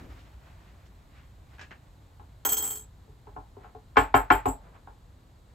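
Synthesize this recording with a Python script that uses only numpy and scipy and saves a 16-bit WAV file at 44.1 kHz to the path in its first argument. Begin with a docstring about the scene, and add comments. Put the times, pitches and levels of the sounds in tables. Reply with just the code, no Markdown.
"""Tea glass and knocks on a low table

In a carpeted timber room someone draws a cloth over his knees and reaches out, sleeve and fingers
rubbing on the wood. A tea glass lands on its saucer, hops and rocks to rest. Something small and hard
is nudged, then knocked four times on the table: each knock rings the top and sets the glassware
chattering. All is heard through a phone's two microphone ports, a few metres away."""
import sys
import numpy as np
from scipy import signal
from scipy.fft import rfft, irfft, next_fast_len
from scipy.io import wavfile

SR = 44100
rng = np.random.default_rng(int(sys.argv[2]) if len(sys.argv) > 2 else 0)


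def to_wav(s):
    """Save 16-bit WAV."""
    ch = np.atleast_2d(s).T  # columns
    pcm = np.round(np.clip(ch, -1, 1) * 32767)  # PCM
    wavfile.write(sys.argv[1], SR, pcm.astype(np.int16))


N = 244314
TIME = np.arange(N) / SR
AGE = np.arange(SR // 3) / SR   # seconds since a contact

# blows on the table: t/s, level/dB, contact cut-off/Hz, f the spot favours/Hz, its boost/dB, click/dB
BLOWS = [(2.195, -38.5, 1250, 700, -1, -15), (3.076, -40, 520, 432, 5, -24),
         (3.269, -32.5, 920, 880, -2.5, -19), (3.362, -26.5, 1100, 890, 3, -24),
         (3.566, -35.5, 846, 430, 14, -31), (3.643, -39, 1690, 900, 3, -11),
         (3.748, -35, 900, 415, 14, -18.5), (3.958, -30.5, 2250, 1600, 8, -11),
         (3.9682, -2, 2460, 1600, -0.5, -8), (4.1412, -3, 2620, 789, 4.5, -11),
         (4.3024, -2, 2900, 2150, 0, -11), (4.455, -6.5, 1008, 865, 0, -18.5),
         (4.871, -35.5, 1300, 636, 2.5, -17)]
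# hops of the glass on its saucer: t/s, glass/dB, saucer/dB, glass tilt/(dB per octave), crack/dB
HOPS = [(2.450, 2.5, -4, 7, -26), (2.49, 1, -8, 2.5, -23.5), (2.519, 4, -35, 7.5, -34),
        (2.531, -3, -6, 7, -39), (2.569, 0.5, -6, 3.5, -36), (2.621, -5, -18, 7, -44),
        (2.64, -3, -23, -4, -45.5), (2.663, -6.5, -24, -7, -42.5), (2.707, -6, -18, -2, -42),
        (2.755, -13, -22, -1, -44)]
# modes of the table top: f/Hz, level/dB, t60/s, lead of the left side/rad
TOP_MODES = [(274, -4, 0.17, 0.2), (307, -12, 0.14, 0.1), (395, -5, 0.12, 0.2), (430, -3, 0.15, -0.1),
             (733, -0.5, 0.17, -0.2), (778, -2, 0.14, -0.1), (832, 1.5, 0.21, 0.1), (883, -1.5, 0.24, 0.3),
             (985, -4, 0.16, -1), (1023, 0, 0.15, 0.8), (1085, 0, 0.18, 0.7), (1225, -7, 0.17, 2),
             (1311, -1, 0.19, 2), (1406, 0.5, 0.15, -0.9), (1540, -6, 0.15, 0), (1629, -2, 0.16, -1.5),
             (1720, -2.5, 0.14, 0.3), (2300, -11, 0.13, 0), (2755, -11, 0.15, 0.7), (3145, -4, 0.15, 0.6)]
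# how alike diffuse sound is at the two ports: f/Hz, correlation
COHERENCE = [(60, 1), (300, 0.85), (650, 0.49), (1300, 0.017), (2500, 0.8), (5000, 0.34), (7000, 0.89),
             (15000, 1)]


def from_db(db):
    """Decibels to gain."""
    return 10 ** (np.asarray(db) / 20)


def rms_one(x):
    """Scale to rms 1."""
    return x / np.sqrt(np.mean(x ** 2) + 1e-20)


def at_hz(points, hz):
    """Read a table on a log-frequency axis."""
    knots, values = np.transpose(points)
    return np.interp(np.log(np.maximum(hz, 1)), np.log(knots), values)


def add(track, s, sound):
    """Mix a sound into a track at time s."""
    start = int(s * SR)
    track[..., start:start + sound.shape[-1]] += sound[..., :N - start]


def drift(rate_hz):
    """A random wander of spread about 1."""
    knots = rng.standard_normal(2000)
    return np.interp(TIME * rate_hz, np.arange(len(knots)), knots)


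def dying(t60):
    """Exponential decay that loses 60 dB in t60 seconds."""
    return from_db(-60 * AGE / t60)


def soften(x, cut_hz, order=4):
    """A soft contact excites little above its cut-off."""
    return signal.sosfilt(signal.butter(order, cut_hz, fs=SR, output="sos"), x)


def diffuse(colour_db, size=len(AGE)):
    """Stereo noise of rms 1 as the two ports hear it, coloured by a function of Hz."""
    hz = np.fft.rfftfreq(size, 1 / SR)
    alike = np.clip(at_hz(COHERENCE, hz), -.99, .99)
    mid, side = rfft(rng.standard_normal((2, size)))
    pair = np.sqrt(1 + alike) * mid + np.sqrt(1 - alike) * side * [[1], [-1]]
    return rms_one(irfft(pair * from_db(colour_db(hz)), size))


def steady(spectrum):
    """A bed of diffuse noise as long as the scene."""
    return diffuse(lambda hz: at_hz(spectrum, hz), size=next_fast_len(N))[:, :N]


def swelling(hz, db, t60, rise_s):
    """A mode that takes a moment to build up, as a complex tone."""
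    swell = (1 - np.exp(-(AGE / rise_s) ** 3)) * from_db(30 * rise_s / t60)
    return from_db(db) * swell * dying(t60) * np.exp(2j * np.pi * hz * AGE)


def beating(hz, spread_hz=15):
    """A close neighbour beats against a mode; the ports agree on the beat where they are coherent."""
    apart_hz = rng.normal(0, spread_hz)
    turns = rng.random() + rng.random((2, 1)) * (1 - at_hz(COHERENCE, hz))
    return 1 + np.exp(2j * np.pi * (turns + apart_hz * AGE))


def ring(modes, times, levels_db, tilts=0, pivot_hz=1, damping=1, vary_db=0.5):
    """Contacts strike every mode, each with its own strength; damping divides the ring time."""
    onsets = (times * SR).astype(int) - int(times.min() * SR)
    out = np.zeros(onsets.max() + len(AGE))
    for hz, db, t60 in modes:
        strike_db = db + levels_db + tilts * np.log2(hz / pivot_hz) + rng.normal(0, vary_db, len(times))
        strikes = np.full(len(out), 1e-18)
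        strikes[onsets] = from_db(strike_db) * rng.choice([-1, 1], len(times))
        radius, angle = from_db(-60 * damping / (t60 * SR)), 2 * np.pi * hz / SR
        out += signal.lfilter([0, np.sin(angle)], [1, -2 * radius * np.cos(angle), radius ** 2], strikes)
    return out


def room(x, wet_db=8.5, body_t60=0.115, treble_t60=0.08, split_hz=10400):
    """Direct sound and a short, dense tail from the timber walls; the high treble dies first."""
    noise = diffuse(np.zeros_like)
    hz = np.fft.rfftfreq(len(AGE), 1 / SR)
    body = irfft(rfft(noise) / (1 + (hz / split_hz) ** 10), len(AGE))
    tail = (body * dying(body_t60) + (noise - body) * dying(treble_t60)) * (1 - np.exp(-AGE / 0.0016))
    response = from_db(wet_db) * tail / np.sqrt(np.sum(tail ** 2) / 2)
    response[:, 0] += 1
    return signal.fftconvolve(x[None], response, axes=1)


def room_air(level_db=-55):
    """The still air of the room: a low, even hush."""
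    # room tone: f/Hz, density/dB
    hush = [(20, -12), (35, -2.5), (55, -8), (100, -2.5), (300, -22), (1000, -25), (2500, -40),
            (4000, -34.5), (5600, -45.5), (7500, -40), (13000, -49), (16000, -64)]
    return from_db(level_db) * steady(hush)


def cloth(rumble_db=-53.5, heave_db=7, heave_s=0.31, rest_db=-11.5, stop_s=0.071, settle_s=10):
    """The cloth is drawn up with a low heave and a dry rustle, then the body settles."""
    # pull on the cloth, heard as rustle: t/s, level/dB
    pull = [(0.0, -55.5), (0.38, -65.5), (0.47, -58), (0.62, -61), (1.112, -71), (1.458, -69), (1.55, -59)]
    # rubbing fabric: f/Hz, density/dB
    fabric = [(150, -18.5), (300, -14.5), (700, -0.5), (2000, -6), (4000, -17), (14000, -35.5)]
    # low rumble of the moving body: f/Hz, density/dB
    body = [(20, -15), (55, 13), (100, -0.5), (180, -18), (300, -11), (600, -39.5)]
    times, pull_db = np.transpose(pull)
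    resting_s = np.maximum(TIME - times[-1], 0)
    rumble = from_db(rumble_db + heave_db * np.exp(-TIME / heave_s)) * steady(body)
    rustle_db = np.interp(TIME, times, pull_db) + rest_db * (1 - np.exp(-resting_s / stop_s))
    grain_db = 2 * drift(rate_hz=47) - 1
    rustle = from_db(rustle_db + grain_db) * steady(fabric)
    return np.exp(-resting_s / settle_s) * (rumble + rustle)


def brushes(width_octaves=0.99, top_ratio=0.87, grain_db=1.0):
    """Sleeve and skin swish past: broad humps of grainy friction noise."""
    # swishes: peak t/s, level/dB, rise/s, centre f/Hz
    swishes = [(0.044, -49, 0.066, 335), (0.21, -62.5, 0.054, 3260), (0.685, -63, 0.027, 2600),
               (0.865, -64, 0.0082, 5200), (1.185, -59, 0.057, 2310), (3.644, -52.5, 0.037, 1160),
               (4.67, -55, 0.05, 1005), (4.756, -52, 0.017, 1250)]
    out = np.zeros((2, N))
    for s, db, rise_s, centre_hz in swishes:
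        skirts = lambda hz: 1 + (np.log2((hz + 1) / centre_hz) / width_octaves) ** 2 / 2
        top_loss = lambda hz: 1 + (hz / centre_hz / top_ratio) ** 2
        friction = diffuse(lambda hz: -20 * np.log10(skirts(hz) * top_loss(hz)))
        decay_s = rise_s + 0.0075   # a slow swell also fades slowly
        lead_s = min(s, .13)
        envelope = np.exp(-np.maximum((lead_s - AGE) / rise_s, (AGE - lead_s) / decay_s))
        add(out, s - lead_s, from_db(db) * friction * envelope)
    return out * from_db(grain_db * drift(rate_hz=140))


def finger_slips(grit_t60=0.099, tail_db=-7, tail_t60=0.24, ring_hz=1740, spread_hz=50):
    """Fingers catch and slip: each time a burst of grit with a room tail, and a short ring of wood."""
    # slips: t/s, level/dB, cut-off/Hz, ring/dB
    slips = [(1.583, -53.5, 2700, 0), (1.594, -47, 4520, -11), (1.612, -45.5, 7000, 2.5),
             (1.627, -50.5, 4520, -13), (1.7085, -48.5, 2770, -5), (1.714, -44, 2290, -7)]
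    # skin on wood: f/Hz, density/dB
    grit = [(200, -10), (1200, -4), (1750, 0), (2100, -5), (2700, -4), (3600, -13), (7500, -16),
            (12000, -34)]
    envelope = dying(grit_t60) + from_db(tail_db) * dying(tail_t60)
    out = np.zeros((2, N))
    for s, db, cut_hz, ring_db in slips:
        burst = envelope * diffuse(lambda hz: at_hz(grit, hz))
        note = swelling(rng.normal(ring_hz, spread_hz), ring_db, t60=0.16, rise_s=0.00082).imag
        add(out, s, from_db(db) * soften(burst + note, cut_hz, order=2))
    return out


def glass(times, levels_db, tilts, ring_db=-32.5, ring_t60=0.0593, tick_db=-34, tick_t60=0.039):
    """Thin glass rings briefly; each contact also grates for a moment, coloured by the same modes."""
    # modes of the tea glass: f/Hz, level/dB
    partials = [(7206, -10), (7578, -9), (7684, -7), (7760, -7), (7865, -7), (7950, -9), (8130, -12),
                (9211, -14), (9604, -5), (12300, -11), (12787, -4), (14452, -6.5), (14750, -10),
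                (15057, -4.5), (15510, -12)]
    modes = [(hz, db, ring_t60) for hz, db in partials]
    out = from_db(ring_db) * ring(modes, times, levels_db, tilts, pivot_hz=10100)
    size, width_hz, floor_db = SR // 16, 100, -40
    hz = np.fft.rfftfreq(size, 1 / SR)
    humps = sum(from_db(2 * db) / (1 + ((hz - centre) / width_hz) ** 2) ** 2 for centre, db in partials)
    colour = np.sqrt(humps + from_db(2 * floor_db) * hz / (hz + 1500))
    for s, db, tilt in zip(times, levels_db, tilts):
        brightness = from_db(tilt * np.log2(np.maximum(hz, 6000) / 9600))
        tick = irfft(rfft(rng.standard_normal(size)) * colour * brightness, size)
        add(out, s - times.min(), from_db(db + tick_db) * rms_one(tick) * dying(tick_t60)[:size])
    return out


def chatter(peak_db=-14, loosen_db=1, bounce_s=0.012, swell_s=0.019, fade_db_per_s=370, count=8):
    """Each hard knock throws the glassware into a quick, uneven run of bounces that swells and dies."""
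    knocks = [s for s, db, *_ in BLOWS if db > -15]
    out = np.zeros((2, N))
    for k, s in enumerate(knocks):
        delays = bounce_s * (np.arange(count) + rng.random(count))
        arc_db = peak_db + loosen_db * k - fade_db_per_s * abs(delays - swell_s)
        levels_db = arc_db + rng.normal(0, 2, count)
        add(out, s + delays[0], room(glass(delays, levels_db, tilts=rng.normal(-3, 2, count))))
    return out


def glass_contacts(rebound_s=0.01, rebound_db=-4.5, rock_at_s=2.5974, gap_s=0.027, shrink=0.97, count=10):
    """Each hop rebounds once; then the glass rocks on its rim, unevenly quickening and fading."""
    hops = np.array(HOPS)[:, :-1]
    rebounds = hops + [rebound_s, rebound_db, rebound_db, 0]
    gaps = gap_s * shrink ** np.arange(count) * (1 + 0.12 * rng.standard_normal(count))
    since = np.cumsum(gaps) - gaps[0]
    spent = (since / since[-1]) ** 2.3
    glass_db = -3.5 - 21 * spent
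    saucer_db = -19.5 - 17.5 * spent
    tilts = -0.5 - 8 * spent   # softer contacts are duller
    rocks = np.column_stack([rock_at_s + since, glass_db, saucer_db, tilts])
    return np.vstack([hops, rebounds, rocks])


def patter(times, levels_db, modes_db=-55, dense_db=-44, dense_t60=0.15, spot_db=12, width_hz=22):
    """The saucer passes each contact to the table top, which answers with its modes and a dense bed."""
    # wood between the modes: f/Hz, density/dB
    bed = [(150, -4.5), (300, 6.5), (680, -2.5), (1100, -1.5), (2800, -8), (6000, -28.5)]
    favour = lambda hz: sum(spot_db / (1 + ((hz - spot_hz) / width_hz) ** 2) for spot_hz in (431, 960))
    modes = [(hz, db + favour(hz), t60) for hz, db, t60, _ in TOP_MODES]
    out = np.zeros((2, N))
    add(out, times.min(), room(ring(modes, times, levels_db + modes_db, damping=0.83), wet_db=-6))
    for s, db in zip(times, levels_db):
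        add(out, s, from_db(db + dense_db) * dying(dense_t60) * diffuse(lambda hz: at_hz(bed, hz)))
    return out


def rocking_glass(saucer_db=-26, crack_t60=0.012):
    """The glass lands, hops with sharp cracks and rocks to rest on a saucer damped by its touch."""
    # modes of the saucer: f/Hz, level/dB, undamped t60/s
    saucer_modes = [(3226, 3, 0.35), (4300, -11, 0.22), (5141, -12, 0.28), (6374, -2.5, 0.25),
                    (6648, -16, 0.25), (11843, -16, 0.22)]
    # bright crack of a hop: f/Hz, density/dB
    crack_colour = [(2000, -37), (6500, -37), (9400, -1), (15500, 3)]
    times, glass_db, foot_db, tilts = np.transpose(glass_contacts())
    out = patter(times, glass_db)
    saucer = from_db(saucer_db) * ring(saucer_modes, times, foot_db, tilts=4, pivot_hz=5100, damping=1.9)
    add(out, times.min(), room(glass(times, glass_db, tilts)) + room(saucer, wet_db=-3))
    for s, *_, crack_db in HOPS:
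        crack = diffuse(lambda hz: at_hz(crack_colour, hz))[0] * dying(crack_t60)
        add(out, s, from_db(crack_db) * room(crack, wet_db=-7))
    return out


def table_thumps(level_db=-20, rise_cycles=1.8, follow=0.64):
    """Each blow bounces the whole table on its legs and the floor."""
    # bounce modes: f/Hz, level/dB, t60/s
    bounce = [(52.3, -4, 0.3), (48.6, -6, 0.49), (90, -2, 0.15), (128, -6.5, 0.15)]
    thump = sum(swelling(hz, db, t60, rise_cycles / hz).imag for hz, db, t60 in bounce)
    out = np.zeros((2, N))
    for s, db, *_ in BLOWS:   # a gentle push loses less in weight than in ring
        add(out, s, from_db(level_db + follow * db) * thump)
    return out


def top_ring(strengths, pan_db=2, late_s=0.0048, late_below_hz=410):
    """The table top's modes build up and beat, anew at each blow; the low ones speak late."""
    sides = np.array([[.5], [-.5]])
    out = np.zeros((2, len(AGE)))
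    for k, (hz, db, t60, lead) in enumerate(TOP_MODES):
        rise_s = 1 / hz + late_s / (1 + (hz / late_below_hz) ** 10)
        placement = from_db(pan_db * sides) * np.exp(1j * lead * sides)
        polarity = (-1) ** (k // 2)
        out += polarity * strengths[k] * (swelling(hz, db, t60, rise_s) * placement * beating(hz)).imag
    return out


def table_blows(modes_db=-19, vary_db=2, wood_t60=0.24, click_t60=0.22):
    """Nudges and knocks ring the top's modes, a dense bed of higher ones, a click and a late boom."""
    # dense higher modes of the wood: f/Hz, density/dB
    wood_colour = [(220, -27.5), (340, -21), (650, -7), (1500, -9.5), (1900, -14), (2300, -15), (3100, -26),
                   (5500, -33)]
    # click of a hard edge: f/Hz, density/dB
    click_colour = [(500, -27.5), (2400, -18.5), (3800, -31), (6000, -43.5), (15000, -68.5)]
    # boom that builds up between table and floor: f/Hz, density/dB
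    boom_colour = [(110, -8), (215, -27.5), (290, -0.5), (340, -13), (410, 1.5), (540, -21), (900, -32.5)]
    # the glass's first drop strikes the table through the saucer; columns as in BLOWS
    landing = (HOPS[0][0], -21, 2301, 400.5, 10.5, -3.5)
    attack = 1 - np.exp(-AGE / 0.0012)
    snap = from_db(-12) * dying(t60=0.022)
    envelope = lambda t60: attack * (snap + from_db(-17) * dying(t60))
    boom_swell = abs(swelling(hz=0, db=-21, t60=0.19, rise_s=0.0048))
    mode_hz = np.array(TOP_MODES)[:, 0]
    out = np.zeros((2, N))
    for s, db, contact_hz, spot_hz, spot_db, click_db in [*BLOWS, landing]:
        favour = lambda hz: spot_db / (1 + (3 * np.log2((hz + 1) / spot_hz)) ** 2)
        bed = lambda colour: diffuse(lambda hz: at_hz(colour, hz) + favour(hz))
        modes = top_ring(from_db(modes_db + favour(mode_hz) + rng.normal(0, vary_db, len(mode_hz))))
        wood = envelope(wood_t60) * bed(wood_colour)
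        boom = boom_swell * bed(boom_colour)
        click = from_db(click_db) * envelope(click_t60) * bed(click_colour)
        add(out, s, from_db(db) * (soften(modes + wood + boom, contact_hz) + click))
    return out


def scene():
    """Table, glassware, fingers and cloth over the quiet air of the room."""
    table = table_blows() + table_thumps()
    glassware = rocking_glass() + chatter()
    person = finger_slips() + brushes() + cloth()
    return table + glassware + person + room_air()


def record(dry, low_cut_hz=33, high_cut_hz=15900):
    """The two ports turn the treble apart in phase; the deepest bass and the top are cut."""
    # phase between the ports: f/Hz, lead of the left side/rad
    port_phase = [(2200, 0), (3200, .6), (6400, .4), (8000, -1), (9600, -3), (12000, -5.7), (15000, -8.4)]
    size = next_fast_len(N + SR // 10)
    lead = at_hz(port_phase, np.fft.rfftfreq(size, 1 / SR))
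    pair = irfft(rfft(dry, size) * np.exp(1j * lead * np.array([[1], [0]])), size)[:, :N]
    pair = signal.sosfilt(signal.butter(2, low_cut_hz, "high", fs=SR, output="sos"), pair)
    return signal.sosfilt(signal.ellip(10, .3, 80, high_cut_hz, fs=SR, output="sos"), pair)


dry = scene()
out = record(dry)
to_wav(out)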